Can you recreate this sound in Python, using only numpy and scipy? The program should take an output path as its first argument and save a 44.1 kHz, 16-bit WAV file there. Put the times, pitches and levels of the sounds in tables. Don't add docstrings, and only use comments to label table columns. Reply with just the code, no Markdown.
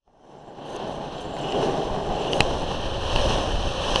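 import sys
import numpy as np
from scipy import signal
from scipy.fft import rfft, irfft
from scipy.io import wavfile

SR = 44100
rng = np.random.default_rng(int(sys.argv[2]) if len(sys.argv) > 2 else 0)


def digitize_waveform(pressure):
    field = np.atleast_2d(pressure).T
    bounded = np.clip(field, -1, 1)
    quanta = np.round(bounded * 32767).astype(np.int16)
    wavfile.write(sys.argv[1], SR, quanta)


N = 176400


def from_db(db):
    return 10 ** (np.asarray(db) / 20)


def rms_one(x):
    return x / np.sqrt(np.mean(x ** 2) + 1e-20)


def in_time(rows):
    times, *columns = np.transpose(rows)
    return [np.interp(np.arange(N) / SR, times, column) for column in columns]


def drift(rate_hz):
    hop, settle = 40, 2000
    pole = np.exp(-2 * np.pi * rate_hz * hop / SR)
    noise = rng.standard_normal(N // hop + settle + 2)
    slow = signal.lfilter([1], [1, -2 * pole, pole * pole], noise)[settle:]
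    return np.interp(np.arange(N) / hop, np.arange(len(slow)), rms_one(slow))


def coloured(x, colour):
    hz, db = np.transpose(colour)
    f = np.maximum(np.arange(N // 2 + 1) * SR / N, 1)
    gain = from_db(np.interp(np.log(f), np.log(hz), db))
    skirts = np.minimum(f / hz[0], 1) ** 2 * np.minimum(hz[-1] / f, 1) ** 2
    return rms_one(irfft(rfft(x) * gain * skirts, N))


def ring(x, hz, t60):
    r, w = from_db(-60 / (t60 * SR)), 2 * np.pi * hz / SR
    return signal.lfilter([0, np.sin(w)], [1, -2 * r * np.cos(w), r * r], x + 1e-18)


def grains(per_s, spread_db):
    hits = rng.random(N) < per_s / SR
    return hits * rng.standard_normal(N) * from_db(spread_db * rng.standard_normal(N))


def turbulence(flutter_hz, depth_db):
    return rng.standard_normal(N) * from_db(depth_db * drift(flutter_hz))


def resonant_noise(hz, width_hz):
    band = signal.butter(1, [hz - width_hz / 2, hz + width_hz / 2], "band", fs=SR, output="sos")
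    return rms_one(signal.sosfilt(band, signal.sosfilt(band, rng.standard_normal(N))))


def wheels():
    # (time [s], level [dB])
    roar_levels = [(0, -110), (.035, -93), (.078, -62), (.11, -61), (.3, -46), (.52, -42.5), (.77, -33.5),
                   (1.0, -32.5), (1.3, -34), (1.45, -30), (1.54, -27), (1.64, -24.5), (1.9, -27.5),
                   (2.2, -28.5), (2.38, -28.5), (2.55, -28), (2.95, -34), (3.15, -37), (3.35, -24.5),
                   (3.55, -33), (3.82, -35), (4, -27.5)]
    carve_levels = [(0, -110), (.3, -66), (.75, -37.5), (1.3, -55), (1.58, -24), (1.85, -34), (2.1, -36),
                    (2.36, -27.5), (2.46, -41), (3, -46), (4, -40.5)]
    whine_levels = [(0, -120), (.3, -79), (.6, -77), (.72, -66), (1.1, -74), (1.22, -61.5), (1.55, -59),
                    (1.9, -65), (2.35, -60), (2.6, -62), (2.8, -74), (4, -74)]
    # (frequency [Hz], relative level [dB])
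    roar_colour = [(60, -47), (100, -11), (145, 0.5), (200, -3.5), (290, -2.5), (400, -3), (560, -2),
                   (810, -0.5), (950, -8.5), (1130, -11.5), (1290, -23), (1500, -17), (1800, -24.5),
                   (2150, -29), (4000, -38.5)]
    whine_colour = [(6700, -15), (7100, -5), (7400, 0), (7750, -13), (8400, -11), (9500, -23)]
    # (frequency [Hz], width [Hz], relative level [dB])
    wheel_modes = [(406, 138, -1), (640, 166, -6.5), (795, 65, -9.5)]
    roar_db, = in_time(roar_levels)
    carve_db, = in_time(carve_levels)
    whine_db, = in_time(whine_levels)
    contact = grains(per_s=5000, spread_db=1.0) * from_db(1.06 * drift(rate_hz=31))
    roar = from_db(-.5) * coloured(contact, roar_colour)
    hum = rms_one(sum(from_db(db) * resonant_noise(hz, width) for hz, width, db in wheel_modes))
    whine = coloured(turbulence(flutter_hz=30, depth_db=3.5), whine_colour)
    return from_db(roar_db) * roar + from_db(carve_db) * hum + from_db(whine_db) * whine


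def air():
    # (time [s], level [dB], treble relative to it [dB])
    rush_levels = [(0, -100, -5), (.07, -82.5, -3), (.27, -66, -5), (.5, -60, -10.5), (.66, -48.5, -15.5),
                   (.8, -43, -14.5), (1.0, -46, -11.5), (1.33, -44, -15.5), (1.5, -41.5, -9.5),
                   (1.62, -37.5, -9), (1.72, -39, -10), (2.0, -41.5, -10.5), (2.3, -37.5, -11.5),
                   (2.45, -37, -9), (2.7, -36, -13), (3.0, -34.5, -13), (3.13, -31.5, -10.5),
                   (3.3, -30, -9.5), (3.5, -34.5, -9.5), (3.78, -34, -11.5), (3.95, -30.5, -9),
                   (4, -29.5, -8)]
    # (time [s], level [dB])
    hollow_levels = [(0, -100), (.7, -44), (2.0, -60), (2.35, -33), (2.6, -36.5), (3.0, -37), (3.25, -26),
                     (3.5, -40.5), (3.78, -34), (3.91, -28.5), (4, -25.5)]
    # (frequency [Hz], relative level [dB])
    rush_colour = [(300, -8), (600, -0.5), (1050, 4.5), (1350, -5.5), (1850, -5), (2050, -24.5),
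                   (2250, -15.5), (2650, -2.5), (3050, 3.5), (3550, -5.5), (4200, -5.5), (4800, -16),
                   (5500, -32)]
    treble_colour = [(3500, -9), (4750, -27), (5050, 0.5), (5600, 0), (6200, 1), (6850, -13.5),
                     (7400, -11.5), (8200, -12.5), (9400, -14.5), (11000, -21), (12000, -42)]
    rush_db, treble_db = in_time(rush_levels)
    hollow_db, = in_time(hollow_levels)
    wavering = from_db(rush_db + drift(rate_hz=10.5))
    rush = from_db(1.15) * coloured(turbulence(flutter_hz=152, depth_db=1.0), rush_colour)
    treble = from_db(treble_db - .84) * coloured(turbulence(flutter_hz=150, depth_db=1.0), treble_colour)
    hum = resonant_noise(hz=556, width_hz=111)
    return wavering * (rush + treble) + from_db(hollow_db) * hum


def buffeting():
    # (time [s], level [dB])
    buffet_levels = [(0, -92), (.1, -68), (.6, -59), (.85, -48), (1.3, -46), (1.6, -39.5), (2.02, -38.5),
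                     (2.1, -26.5), (2.17, -45), (2.5, -31.5), (2.95, -34), (3.12, -25.5), (3.42, -29),
                     (3.56, -29), (4, -34)]
    # (frequency [Hz], relative level [dB])
    buffet_colour = [(12, 7), (25, 2.5), (42, 2), (75, -3.5), (110, -5.5), (180, -16.5), (300, -14),
                     (450, -17), (1000, -62)]
    level_db, = in_time(buffet_levels)
    return from_db(level_db + 2.66) * coloured(turbulence(flutter_hz=17, depth_db=-3.0), buffet_colour)


def case_ring(jolt, thud_db, pitch):
    # (frequency [Hz], relative level [dB], t60 [s])
    case_modes = [(187, -20, 0.018), (520, -17, 0.021), (925, -7, 0.011), (1920, -36, 0.007),
                  (2784, -6.5, 0.015), (2930, -4, 0.0083), (4330, -9, 0.0067), (5300, -16.5, 0.012),
                  (7700, -25, 0.0053)]
    thud_below_hz, dead_hz, contact_hz = 1200, 2300, 4970
    ringing = np.zeros(len(jolt))
    for hz, db, t60 in case_modes:
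        ringing += from_db(db + thud_db * (hz < thud_below_hz)) * ring(jolt, hz * pitch, t60)
    dead_band = signal.iirnotch(dead_hz, Q=4, fs=SR)
    soft_wheels = signal.butter(2, contact_hz, fs=SR, output="sos")
    return signal.sosfilt(soft_wheels, signal.lfilter(*dead_band, ringing))


def knocks():
    # (time [s], strength [dB], low thud relative to it [dB], pitch [factor])
    road_bumps = [(.078, -63, 23.5, 0.82), (1.3675, -25.5, -4, 0.81), (1.5233, -18, -7, 1),
                  (1.630, -25, 15, 0.93), (2.2236, -25, 8, 1), (2.3326, -8.5, 0, 1.04),
                  (2.405, -0.5, 6.5, 0.882), (2.406, 4.5, -18, 0.92), (3.1608, -7.5, 4, 1.01),
                  (3.959, -3.5, 3, 1.06)]
    jolt = signal.unit_impulse(SR // 10)
    out = np.zeros(N)
    for time, db, thud_db, pitch in road_bumps:
        start = int(time * SR)
        knock = from_db(db) * case_ring(jolt, thud_db, pitch)[:N - start]
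        out[start:start + len(knock)] += knock
    return out


def sizzles():
    # (start [s], length [s], level [dB])
    grit_patches = [(0.647, 0.13, -58), (0.757, 0.011, -54), (0.87, 0.13, -60.5), (1.195, 0.044, -55),
                    (1.376, 0.026, -54.5), (2.308, .1, -48.5)]
    # (frequency [Hz], relative level [dB])
    grit_colour = [(3500, -22), (5500, -7), (6300, 11.5), (6900, -8), (7400, -6), (8500, -1), (11000, -8),
                   (12000, -24)]
    t = np.arange(N) / SR
    level = np.zeros(N)
    for start, length, db in grit_patches:
        progress = np.clip((t - start) / length, 0, 1)
        level += from_db(db) * np.sqrt(np.abs(np.sin(np.pi * progress)))
    return level * coloured(grains(per_s=2800, spread_db=5), grit_colour)


def scrapes():
    # (middle [s], spread [s], level [dB])
    wheel_bites = [(1.51, 0.07, -39.5), (2.27, 0.086, -38.5)]
    t = np.arange(N) / SR
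    level = sum(from_db(db) * np.exp(-.5 * ((t - mid) / spread) ** 2) for mid, spread, db in wheel_bites)
    roughness = from_db(1.7 * drift(rate_hz=60))
    return level * roughness * resonant_noise(hz=2960, width_hz=500)


def scene():
    return (wheels() + scrapes() + air() + buffeting() + knocks() + sizzles())[None]


def record(dry):
    ceiling, cutoff_hz = 0.7, 12400
    flattened = dry / (1 + (dry / ceiling) ** 6) ** (1 / 6)
    return signal.sosfilt(signal.cheby2(16, 60, cutoff_hz, fs=SR, output="sos"), flattened)


dry = scene()
out = record(dry)
digitize_waveform(out)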